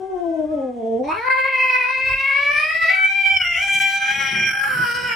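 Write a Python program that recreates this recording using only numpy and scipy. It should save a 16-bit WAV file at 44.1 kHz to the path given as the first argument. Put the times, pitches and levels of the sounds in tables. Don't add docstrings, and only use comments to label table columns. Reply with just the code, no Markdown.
import sys
import numpy as np
from scipy import signal
from scipy.fft import rfft, irfft, next_fast_len
from scipy.io import wavfile
from scipy.ndimage import uniform_filter1d

SR = 44100
rng = np.random.default_rng(int(sys.argv[2]) if len(sys.argv) > 2 else 0)


def inscribe(sig):
    pcm = np.round(np.clip(np.atleast_2d(sig).T, -1, 1) * 32767)
    wavfile.write(sys.argv[1], SR, pcm.astype(np.int16))


def level_to_linear(level):
    exponent = np.asarray(level, float) / 20
    return 10 ** exponent


N = 227195
T = np.arange(N) / SR
OPPOSITE = np.array([[1], [-1]])

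# t/s, f/Hz
PITCH = [
    [(0.0, 375.4), (0.09, 388.7), (0.2, 348.6), (0.45, 300.5), (0.52, 313.3), (0.6, 270.8), (0.82, 223.9),
     (0.97, 228.8), (1.06, 289.8), (1.1, 312.8), (1.14, 338.7)],
    [(1.14, 384.4), (1.17, 441), (1.21, 465.2), (1.25, 502.4), (1.28, 519.7), (1.5, 530.6), (1.75, 506.9),
     (1.8, 505.7), (1.84, 495.4), (1.864, 501.6), (1.876, 516), (1.976, 522.2), (2.03, 523.3), (2.2, 537.8),
     (2.33, 548), (2.36, 562.3), (2.47, 574), (2.55, 593.4), (2.63, 616.5), (2.67, 619), (2.7, 642),
     (2.82, 661.8), (2.97, 650.5)],
    [(2.91, 739), (2.93, 754), (3.0, 768.2), (3.16, 788.5), (3.27, 779), (3.36, 778), (3.43, 712.6)],
    [(3.4, 749.8), (3.44, 701), (3.57, 681.8), (3.63, 810.5)],
    [(3.55, 705.4), (3.62, 790.6), (3.81, 787.6), (4.06, 791), (4.14, 823.4), (4.32, 800.6), (4.5, 791.2),
     (4.68, 824), (4.76, 724)],
    [(4.72, 514.3), (4.76, 497.7), (4.82, 500.2), (4.85, 484.5), (4.91, 470.7), (4.96, 486.7),
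     (5.07, 489.4), (5.1, 470), (5.15, 452)],
]
# t/s, level/dB
EFFORT = [(0.0, -28), (0.17, -21.5), (0.62, -21.5), (0.72, -29.5), (0.87, -20), (1.26, -25.5), (1.3, -19.5),
          (1.95, -22.5), (2.54, -20.5), (4.37, -20), (4.47, -15), (4.63, -21), (4.68, -19), (4.75, -24.5),
          (4.85, -20.5), (5.02, -22.5), (5.12, -21), (5.15, -27.5)]
# t/s, jaw (0 shut, 1 open, 2 gaping, 3 half shut), pitch jitter/%, hoarseness (0-1)
FOLDS = [(0, 0, 0.19, 0.09), (1.025, 0, 0.97, 0), (1.04, 0.42, 0.6, 0.58), (1.13, 0.75, 0.781, 0.38),
         (1.19, 0.84, .5, 0.4), (1.3, 1, 0.64, 0.51), (2.8, 1.5, 0.56, 0.39), (2.94, 1.43, 1.21, 0.15),
         (3.05, 2, 0.3, 0.42), (3.33, 2, 0.42, 0.2), (3.42, 2.5, 0.81, 1.12), (3.58, 2.5, 0.73, 0),
         (3.68, 2.5, 0.34, 0.02), (3.95, 2.5, 0.37, 0.01), (4.25, 2.5, 0.47, 0.72), (4.44, 2.5, 0.6, 0.7),
         (4.52, 3, 0.61, 1.16), (4.7, 3, 1.27, 0.16), (4.85, 3, 0.49, 0.98), (5.15, 2.5, 0.71, 0.98)]
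# start t/s, end t/s, cycles, level/dB
UNEVEN = [
    (3.442, 3.9, 2, -26),
    (4.07, 4.159, 3, -23),
    (4.2, 4.287, 3, -2.5),
    (4.32, 4.38, 3, -12.5),
    (4.7, 4.727, 2, -12.5),
    (4.648, 4.73, 3, -6),
]
UNEVEN_FADE_DB_S, UNEVEN_WAVER_DB = 99, 3
UPPER_SIDE_DB = -4.5
# centre t/s, half length/s, rate f/Hz, pitch swing/%, level/dB
FLUTTER = [(1.463, 0.041, 53.7, 1.6, 0.5), (1.849, .07, 59.9, 2.3, -1), (2.334, 0.083, 54.9, 1.2, 0.5),
           (2.551, 0.058, 60.7, 1.35, 1), (2.702, 0.051, 43.6, 1.9, 0), (3.428, 0.029, 91.5, 3.1, 0.5),
           (4.076, .06, 49, 1.76, -0.5), (4.576, 0.1, 48.4, 1.53, 2.5), (4.846, 0.02, 50, 1.1, -0.5),
           (5.004, 0.077, 70.8, 1.9, 0), (5.117, 0.023, 74, 1.6, -0.5)]
# t/s, length/s, level/dB
SURGES = [(0.077, 0.016, -7), (0.482, 0.015, -2), (0.776, 0.038, -1), (1.097, 0.057, -1),
          (1.322, 0.022, 3.5), (1.359, 0.028, -4), (1.397, 0.017, 2), (1.432, 0.013, -5), (1.47, 0.008, 2),
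          (1.5, 0.038, -3.5), (1.637, 0.05, 2), (1.737, 0.043, 3.5), (2.11, 0.042, 2.5),
          (2.177, 0.031, -1.5), (2.598, 0.012, 2.5), (2.642, 0.0083, 2), (2.692, 0.017, -3),
          (2.708, .008, 0), (2.8, 0.023, -7), (2.832, 0.032, 4.5), (2.903, 0.018, 3.5),
          (3.007, 0.017, -2.5), (3.05, 0.026, 2.5), (3.089, 0.022, -5), (3.121, 0.02, 1),
          (3.139, 0.0055, -3.5), (3.215, 0.0064, 2), (3.22, 0.012, 1), (3.245, 0.013, -2.5),
          (3.285, 0.053, 3.5), (3.371, 0.0076, 8.5), (3.419, 0.0074, 6), (3.43, .006, -1.5),
          (3.657, 0.017, -3), (3.762, 0.048, -2), (3.822, 0.019, 1.5), (4.018, 0.02, -3),
          (4.154, 0.019, -0.5), (4.419, 0.0065, -6.5), (4.516, 0.0087, 5.5), (4.525, 0.012, -4),
          (4.669, 0.012, -0.5), (4.822, 0.012, -1.5), (4.831, 0.0089, -0.5), (4.855, 0.007, -1.5),
          (4.913, .012, 2.5), (4.939, 0.0094, -5), (4.955, 0.049, 2)]
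# t/s, level/dB
WHEEZE = [(1.0, -0.5), (1.2, 4), (1.3, -3), (2.2, -3), (2.95, -4), (3.3, -5.5), (3.6, 1), (3.9, -3),
          (4.15, 3), (4.5, 1), (5.15, -1)]
BREATH_DB, GROWL_DB, WHEEZE_DB = (-58, -22), (-33.5, -12.5), (-6.5, -3)
GROWL_HZ, TREMOR_DB = 117.5, 1.5
BREAK_S = .03

# f/Hz, then level/dB with the jaw shut, open, gaping, half shut
TRACT = [(120, -45, -45, -37.5, -43), (210, -6, -7, -42.5, -72), (520, -1, -7, -27, 6.5),
         (701, 3, -22, -31.5, -17.5), (1045, -31, 4, -7, -14), (1290, -53, -13.5, -11.5, -5),
         (2457, -42, 4.5, 8, -3), (2554, -53, 7, -18.5, -6), (3055, -59.5, -21, -9.5, -3),
         (3690, -48.5, -21, -24, -27.5), (4050, -66.5, -18.5, -41.5, -26), (7530, -44, -49.5, -40, -38.5),
         (10970, -53, -29, -48, -18.5), (14400, -64, -47, -55, -37.5)]
# t/s, centre f/Hz, lift level/dB
TEETH = [(1.05, 4180, 8), (2.0, 4950, 2), (2.78, 5130, 13.5), (3.1, 4710, -8), (3.36, 5240, 24),
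         (3.55, 5680, 18), (3.8, 5990, 12), (4.1, 5930, 19), (4.3, 5680, 16), (4.44, 5680, 27),
         (4.6, 5510, 32), (4.7, 5400, 18), (5.15, 5200, 17)]
# t/s, centre f/Hz, lift level/dB
PALATE = [(1.05, 2566, -6), (1.2, 2615, -15), (1.45, 2710, -11), (1.7, 2550, 5.5), (1.95, 2530, 9),
          (2.15, 2594, 16.5), (2.3, 2680, 3), (2.55, 2970, 0.5), (2.8, 3130, -6.5), (3.1, 3200, -5),
          (3.35, 3050, 10), (3.45, 2860, 15), (3.57, 2680, 13.5), (3.65, 3170, 4), (4.05, 3370, 2),
          (4.3, 3240, 9.5), (4.5, 2920, -11), (4.8, 3000, 2), (5.15, 2850, 13.5)]
# t/s, centre f/Hz, level/dB
POCKET = [(0.9, 4620, -7), (1.08, 4800, -23), (1.17, 4850, -22), (1.25, 4900, -3), (1.5, 4900, -3.5),
          (3.25, 4500, 3), (3.35, 4350, -8), (3.48, 4150, -14), (3.54, 4000, -2), (3.9, 4170, 10),
          (4.15, 4510, -11), (4.33, 4330, -3), (4.42, 3680, -6), (4.8, 3700, -7), (5.15, 3600, -9)]
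# t/s, low f/Hz,
# high f/Hz, lift level/dB
OPENING = [(1.0, 754, 2330, -14), (1.05, 860, 2300, -2.5), (1.12, 1300, 2590, 27), (1.17, 1425, 2740, 17.5),
           (1.21, 1417, 1850, 7.5), (1.28, 1640, 2100, 14), (1.36, 1590, 2030, 6)]
TEETH_WIDTH_HZ, PALATE_WIDTH_HZ, POCKET_WIDTH_HZ, OPENING_WIDTH_HZ = 317, 150, 150, 224
# centre f/Hz, width f/Hz, level/dB
NOTCHES = [(1780, 300, -2.5), (2840, 57, -1.5), (3124, 88, 4.5), (3616, 71, -10.5), (6640, 160, -9.5),
           (7220, 55, 3), (7840, 66, -5), (11380, 1900, -16)]
EDGES_HZ = [60, 900, 1800, 3500, 6500, 15800]
# jaw, then level/dB of chest, throat, mouth, teeth, lips
SHARES = [(0, -1.5, -31.5, -43, -48, -58.5), (.6, 7.5, -4, -8.5, -28.5, -36),
          (1, -13.5, -4.5, 0.5, -27.5, -36), (1.5, -15, -11.5, 2, -20, -30.5),
          (2, -11.5, -16, 0.5, -24.5, -30), (2.5, -10.5, -9.5, -2, -19.5, -25.5),
          (3, -5.5, -2.5, -13, -22, -18.5)]
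HOARSE_SHIFT_DB = [-11, 1, 2, 3, -5.5]
DRIFT_DB = [1.73, 2.5, 1, 1.2, 0.9]
# t/s, then level/dB of chest, throat, mouth, lips, left minus right
BALANCE = [(0, 0, 2.5, -4, 1, 7), (1.0, -2, -2, 4, -6, 0), (1.12, -3, 2, -4, 2.5, 0),
           (1.24, 2.5, 4, -5.5, 0.5, 1.5), (1.5, 8, -2.5, 0.5, 0, 3), (1.75, -2.5, 0.5, -1, 1, -1.5),
           (2.0, 2, -1.5, -2, 0, 2.5), (2.3, -2.5, 2, 1, -1, 2), (2.5, 7, 6, -0.5, -2.5, 2),
           (2.6, -3.5, 0, 0, -0.5, 2), (2.7, 3, -5.5, -2.5, 0.5, 0.5), (2.95, 0.5, -3, 1, -0.5, 2.5),
           (3.08, -1, 7.5, 1, -0.5, 3.5), (3.2, 4, -5.5, 0.5, -1, 2), (3.4, -1.5, -1.5, -2, -1.5, 2.5),
           (3.55, -8, -6, 0, -4.5, 2), (3.75, -1.5, 2, 4.5, 5.5, -1), (4.0, 2.5, 0.5, 0, -1, 0),
           (4.22, 4, 1, -2.5, 1.5, 3), (4.33, 1.5, -0.5, -3, 3, 3), (4.48, -20, -0.5, 0, -3.5, -2),
           (4.55, -6, -0.5, 0, -6, 1), (4.67, -3.5, 0.5, -1.5, -1.5, 2), (4.8, -12.5, 4.5, -0.5, 3, -1),
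           (5.0, -0.5, -1, -6.5, 2.5, 1), (5.15, 3.5, 4, -2, 5, 1)]
PATCHY_DB, LOPSIDED_DB = 4.5, 4.5
# t/s, length/s, centre f/Hz, width f/Hz, level/dB
LIFTS = [
    (1.05, .045, 6130, 548, 7),
    (2.57, 0.075, 9700, 1000, 14),
    (3.78, 0.12, 8030, 900, 9),
    (3.7, 0.076, 7200, 500, 6),
    (4.95, 0.086, 6400, 410, 0),
    (3.21, .2, 1180, 200, 11.5),
    (4.44, 0.09, 4270, 870, 6.5),
    (3.15, 0.18, 11000, 1300, 7),
    (1.35, 0.11, 7000, 900, 4.5),
]

# t/s, f/Hz, level/dB
WHINES = [
    [(0.0, 522, -47.5), (0.052, 527.7, -51.5), (0.156, 515.2, -49), (0.394, 507.7, -46.5),
     (0.402, 534, -46), (0.434, 507, -92), (0.44, 498, -76)],
    [(0.44, 417, -64), (0.444, 395, -50), (0.518, 428, -45), (0.674, 422.4, -47.5), (0.774, 392, -78),
     (0.8, 392.3, -66)],
]
# multiple of the pitch, level/dB
WHINE_ORDERS = [(1, -12), (2, -16.5), (3, -9.5), (4, -17), (5, -21), (6, -21.5)]
ROOM_T60_S, ROOM_TREBLE_T60_S, ROOM_DB = .35, .4, -5

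# f/Hz, level/dB
HISS = [(530, -7.5), (900, 0), (1320, -11), (3500, -16.5), (4390, -21), (8860, -19.5), (11100, -29.5),
        (11900, -35), (15500, -43.5)]
HISS_DB = -67
# t/s, length/s, thud level/dB, rustle level/dB
HANDLING = [(0.01, 0.11, -62, -51), (0.48, 1, -50, -54), (1.089, 0.58, -48, -50), (1.422, 0.16, -46.5, -72),
            (2.014, 0.16, -61, -47.5), (2.14, 0.28, -38.5, -54), (2.553, 0.73, -48.5, -56),
            (2.828, 0.79, -51, -56), (3.15, 0.75, -59, -59.5), (3.377, 0.37, -42.5, -61),
            (3.537, 0.47, -44, -54), (3.796, 0.29, -48, -42.5), (4.186, 0.51, -53, -41),
            (4.393, 0.42, -51, -32), (4.8, 0.39, -60, -33.5), (5.04, 1, -47, -42)]
BUMP_FALL_DB = 35.5
STILL_THUD_DB, STILL_RUSTLE_DB = -65.5, -72
# t/s, length/s, level/dB
SHOVES = [
    (.2, .3, -59),
    (0.604, .2, -65),
    (2.137, 0.072, -42),
    (2.3, 0.056, -55),
    (3.0, 0.12, -67),
    (3.4, .1, -50),
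    (3.607, 0.15, -50.5),
    (3.848, 0.092, -67),
]

# f/Hz, level/dB
MASK_DB = [(0, -45), (1200, -43), (2500, -30.5), (3800, -19), (5800, -10), (7200, -4), (16000, -3)]
# f/Hz, level/dB
COVER_DB = [(200, -67), (600, -59), (800, -60.5), (1300, -54.5), (1800, -62), (4000, -58), (6500, -62.5),
            (9000, -64.5), (12000, -68.5), (16000, -69.5)]
COVER_HZ, MUTE_DB = (900, 3500), -40
WIDE_TOP_HZ, WIDE_UNDER_DB = 6200, -58
# t/s, fall/ms, hold/ms, rise/ms, depth level/dB
DROPOUTS = [
    (1.2886, 0.5, 0.82, 13, -15),
    (3.386, 15, 12, 2.5, -4.5),
    (3.795, 5.5, 2.6, 3.3, -16.5),
]
DROPOUT_TOP_HZ = 3800
LIMIT = 2.5


def columns(table, t=T):
    s, *rest = np.transpose(table)
    return [np.interp(t, s, c) for c in rest]


def level(x, db):
    return x * level_to_linear(db) / np.sqrt(np.mean(x ** 2))


def band(x, lo_hz, hi_hz):
    return signal.sosfilt(signal.butter(3, [lo_hz, hi_hz], "bandpass", fs=SR, output="sos"), x)


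def walk(rate_hz):
    smooth = signal.butter(2, rate_hz, fs=SR, output="sos")
    return level(signal.sosfilt(smooth, rng.standard_normal(N)), 0)


def flutter():
    pitch_shake, shake_db = 0, 0
    for s, length, hz, pitch, db in FLUTTER:
        swell = np.exp(-((T - s) / length) ** 4)
        turn = 2 * np.pi * hz * (T - s)
        pitch_shake = pitch_shake + pitch / 100 * swell * np.sin(turn)
        shake_db = shake_db + db * swell * np.cos(turn)
    return pitch_shake, shake_db


def turbulence(breath_db, wheeze_db):
    noise = rng.standard_normal(N)
    breath = level_to_linear(breath_db) * (.15 * noise + .85 * band(noise, 1400, 3300))
    at_teeth = level_to_linear(columns(WHEEZE)[0]) * band(noise, 3200, 6500)
    return breath + at_teeth + level_to_linear(wheeze_db) * 1.5 * band(noise, 6500, 17000)


def uneven_strength(cycles):
    strength = 0
    for start, end, every, db in UNEVEN:
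        if round(every) == cycles:
            outside_s = np.maximum(np.maximum(start - T, T - end), 0)
            strength = strength + level_to_linear(db - UNEVEN_FADE_DB_S * outside_s)
    return strength


def folds(shake):
    _, jitter, hoarse = columns(FOLDS)
    breath_db, growl_db, wheeze_db = (clear + (rough - clear) * hoarse
                                      for clear, rough in (BREATH_DB, GROWL_DB, WHEEZE_DB))
    wobble = 1 + jitter / 100 * (.8 * walk(15) + .95 * walk(50) + .45 * walk(200)) + shake
    growl = np.cos(2 * np.pi * np.cumsum(GROWL_HZ * (1 + 0.1187 * walk(11.2))) / SR)
    noise = turbulence(breath_db, wheeze_db)
    spells = [(cycles, uneven_strength(cycles)) for cycles in (2, 3)]
    slip, waver = .5 * walk(25), level_to_linear(UNEVEN_WAVER_DB * walk(18))
    out = np.zeros(N)
    for rows in PITCH:
        start, end = rows[0][0], rows[-1][0]
        on = slice(max(int((start - BREAK_S) * SR), 0), int((end + BREAK_S) * SR))
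        t = T[on]
        hz = columns(rows, t)[0] * wobble[on]
        phase = 2 * np.pi * np.cumsum(hz) / SR
        partials = range(1, min(31, int(16500 / hz.min()) + 1))
        pulses = sum(np.cos(k * phase + .15 * k * k) * np.clip((16500 - k * hz) / 500, 0, 1)
                     for k in partials)
        turns = sum(g[on] * waver[on] * np.exp(1j * (phase / n + slip[on])) for n, g in spells)
        uneven = turns.conj() + level_to_linear(UPPER_SIDE_DB) * turns + 2 * level_to_linear(growl_db[on]) * growl[on]
        spinning = signal.hilbert(pulses, next_fast_len(len(t)))[:len(t)]
        rough = band((spinning * uneven).real, 1200, 6500)
        breath = noise[on] * (1 + .5 * np.cos(phase)) * np.sqrt(SR / 4 / hz)
        since_start = t - start + (start == 0)
        until_end = end - t + (t[-1] == T[-1])
        fade = np.clip(.5 + np.minimum(since_start, until_end) / BREAK_S / 2, 0, 1)
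        out[on] += fade * (pulses + rough + breath)
    return out * level_to_linear(TREMOR_DB * walk(12.9) + 0.9 * jitter * walk(46))


def room(x, wet_db, direct_db=0):
    t = T[:SR // 3]
    shared, noise = rng.standard_normal((2, len(t)))
    differing = 0.5 * band(noise, 710, 1860) + 0.5 * band(noise, 2670, 11000) + 0.89 * noise
    echoes = shared + differing * OPPOSITE
    echoes = echoes - .6 * band(echoes, 60, 800)
    low = signal.lfilter([.3], [1, -.7], echoes)
    treble = (echoes - low) * 0.026
    tail = low * level_to_linear(-60 * t / ROOM_T60_S) + treble * level_to_linear(-60 * t / ROOM_TREBLE_T60_S)
    tail = tail * np.clip(t / 0.0023 - 1, 0, 1)
    tail = tail * level_to_linear(wet_db) / np.sqrt(np.sum(tail ** 2) / 2)
    wet = signal.fftconvolve(x[None], tail, axes=1)[:, :N]
    return (level_to_linear(direct_db) * x + wet) / np.hypot(level_to_linear(direct_db), level_to_linear(wet_db))


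def resonance(f, hz, width_hz, db):
    return db / (1 + ((f[:, None] - hz) / width_hz) ** 2)


def tract(f, t, jaw):
    shapes = columns([(np.log(hz), *db) for hz, *db in TRACT], np.log(f + 1))
    tract_db = sum(db[:, None] * np.clip(1 - abs(jaw - k), 0, 1) for k, db in enumerate(shapes))
    for table, width_hz in ((TEETH, TEETH_WIDTH_HZ), (PALATE, PALATE_WIDTH_HZ), (POCKET, POCKET_WIDTH_HZ)):
        hz, db = columns(table, t)
        tract_db = tract_db + resonance(f, hz, width_hz, db)
    for hz, width_hz, db in NOTCHES:
        tract_db = tract_db + resonance(f, hz, width_hz, db)
    low_hz, high_hz, mouth_db = columns(OPENING, t)
    for hz in (low_hz, high_hz):
        tract_db = tract_db + resonance(f, hz, OPENING_WIDTH_HZ, mouth_db)
    return tract_db


def treble_patches(f, shape):
    patches = rng.standard_normal(shape)
    for _ in range(2):
        patches = uniform_filter1d(uniform_filter1d(patches, size=4, axis=1), size=44, axis=2)
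    both, lopsided = patches / patches.std() * np.clip(f[:, None] / 3000 - 1, 0, 1)
    return PATCHY_DB * both + LOPSIDED_DB * lopsided * OPPOSITE[..., None]


def cat():
    shake, shake_db = flutter()
    f, t, z = signal.stft(room(folds(shake), ROOM_DB), SR, nperseg=1024, noverlap=896)
    jaw, _, hoarse = columns(FOLDS, t)
    z = z * level_to_linear(tract(f, t, jaw) + treble_patches(f, z.shape))
    chest_db, throat_db, mouth_db, lips_db, pan_db = columns(BALANCE, t)
    z = z * level_to_linear(np.array([pan_db, -pan_db])[:, None] / 2)

    effort_db = columns(EFFORT, t)[0]
    for s, length, db in SURGES:
        effort_db = effort_db + db * np.exp(-((t - s) / length) ** 2)
    drift_db = np.array([db * np.interp(t, T, walk(6.26)) for db in DRIFT_DB])
    drift_db = drift_db + [chest_db, throat_db, mouth_db, lips_db / 2, lips_db]
    region_db = effort_db + columns(SHARES, jaw) + np.outer(HOARSE_SHIFT_DB, hoarse) + drift_db
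    gain_db = np.full(z.shape[1:], -120.)
    for lo, hi, db in zip(EDGES_HZ, EDGES_HZ[1:], region_db):
        rows = (f >= lo) & (f < hi)
        power = (abs(z[:, rows].mean(axis=0)) ** 2).sum(axis=0) * 4 / 3
        gain_db[rows] = db - 10 * np.log10(uniform_filter1d(power, size=30) + 1e-12)
    for s, length, hz, width, db in LIFTS:
        in_band, in_time = np.exp(-((f - hz) / width) ** 2), np.exp(-((t - s) / length) ** 2)
        gain_db = gain_db + db * np.outer(in_band, in_time)
    z = z * level_to_linear(uniform_filter1d(gain_db, size=5, axis=0))
    return signal.istft(z, SR, nperseg=1024, noverlap=896)[1][:, :N] * level_to_linear(shake_db)


def other_cat():
    hz, db = columns(WHINES[0] + WHINES[1])
    phase = 2 * np.pi * np.cumsum(hz * (1 + 0.0046 * walk(29))) / SR
    fade = np.clip((WHINES[1][-1][0] - T) / .08, 0, 1)
    partials = sum(level_to_linear(g) * np.cos(k * phase) for k, g in WHINE_ORDERS)
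    return np.sqrt(2) * level_to_linear(db) * fade * partials


def hiss():
    noise = rng.standard_normal((2, N))
    f = np.arange(N // 2 + 1) * SR / N
    colour = level_to_linear(columns([(np.log(hz), db) for hz, db in HISS], np.log(f + 1))[0])
    air = irfft(rfft(noise[0] + .5 * noise[1] * OPPOSITE) * colour, N)
    return air * level_to_linear(HISS_DB) / np.std(band(air, 3500, 15500)) * level_to_linear(1.2 * walk(14))


def handling():
    s, length, thud_db, rustle_db = np.transpose(HANDLING)[:, :, None]
    fall_db = BUMP_FALL_DB * abs(T - s) / length
    noise = rng.standard_normal((4, N))
    thud = level(band(noise[0] + .3 * noise[2] * OPPOSITE, 55, 110), 0)
    cloth = noise[1] + .25 * noise[3] * OPPOSITE
    rustle = level(band(cloth, 112.7, 241.3), 0)
    rustle = rustle + level(band(cloth, 178.0, 365), -6.0) + level(band(cloth, 355, 890), -10.5)
    thud_db = np.maximum((thud_db - fall_db).max(axis=0), STILL_THUD_DB)
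    rustle_db = np.maximum((rustle_db - fall_db).max(axis=0), STILL_RUSTLE_DB)
    return thud * level_to_linear(thud_db) + rustle * level_to_linear(rustle_db + 0.28 * walk(33))


def shoves():
    db = np.max([db - BUMP_FALL_DB * ((T - s) / length) ** 2 / 3 for s, length, db in SHOVES], axis=0)
    swings = np.array([[1, .25], [1, -.25]]) @ rng.standard_normal((2, N))
    return level(band(swings, 33, 48), 0) * level_to_linear(np.maximum(db, -72))


def scene():
    duck = level_to_linear(-6 * np.clip(columns(FOLDS)[0], 0, 1))
    return cat() + room(other_cat(), 2.1) + handling() + shoves() + duck * hiss()


def mute_weak(x):
    f, _, z = signal.stft(x, SR, nperseg=1024, noverlap=768)
    power = uniform_filter1d((abs(z[:, 1:]) ** 2).sum(axis=0), size=9, axis=1) + 1e-16
    bands = power.reshape(256, 2, -1).mean(axis=1)
    around = uniform_filter1d(bands, size=33, axis=0)
    middle = power[(f[1:] > COVER_HZ[0]) & (f[1:] < COVER_HZ[1])].sum(axis=0)
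    under_around_db = columns(MASK_DB, f[1::2])[0][:, None] - 10 * np.log10(bands / around)
    under_middle_db = columns(COVER_DB, f[1::2])[0][:, None] - 10 * np.log10(bands / middle)
    under_db = np.maximum(under_around_db, under_middle_db)
    z[:, 1:] *= np.repeat(level_to_linear(MUTE_DB * np.clip(under_db / 2, 0, 1)), 2, axis=0)
    side = (z[0, 1:] - z[1, 1:]) / 2
    wide = (abs(side) ** 2).reshape(128, 4, -1).sum(axis=1)
    wide = uniform_filter1d(wide, size=5, axis=1) + 1e-16
    wide_db = 10 * np.log10(wide / power.sum(axis=0))
    faint = (f[2::4, None] > WIDE_TOP_HZ) & (wide_db < WIDE_UNDER_DB)
    z[:, 1:] -= side * np.repeat(faint, 4, axis=0) * OPPOSITE[..., None]
    return signal.istft(z, SR, nperseg=1024, noverlap=768)[1][:, :N]


def low_pass(x):
    return signal.sosfilt(signal.butter(12, 15780, fs=SR, output="sos"), x)


def record(dry):
    gain_db = 0
    for s, fall_ms, hold_ms, rise_ms, depth_db in DROPOUTS:
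        after_ms = (T - s) * 1000
        falling, rising = 1 + after_ms / fall_ms, 1 - (after_ms - hold_ms) / rise_ms
        gain_db = gain_db + depth_db * np.clip(np.where(T < s, falling, rising), 0, 1)
    x = LIMIT * np.tanh(dry / LIMIT)
    highpass = signal.butter(3, DROPOUT_TOP_HZ, "highpass", fs=SR, output="sos")
    spared = signal.sosfiltfilt(highpass, x) * (T > 2)
    mix = mute_weak((x - spared) * level_to_linear(gain_db) + spared)
    return low_pass(mix)


dry = scene()
out = record(dry)
inscribe(out)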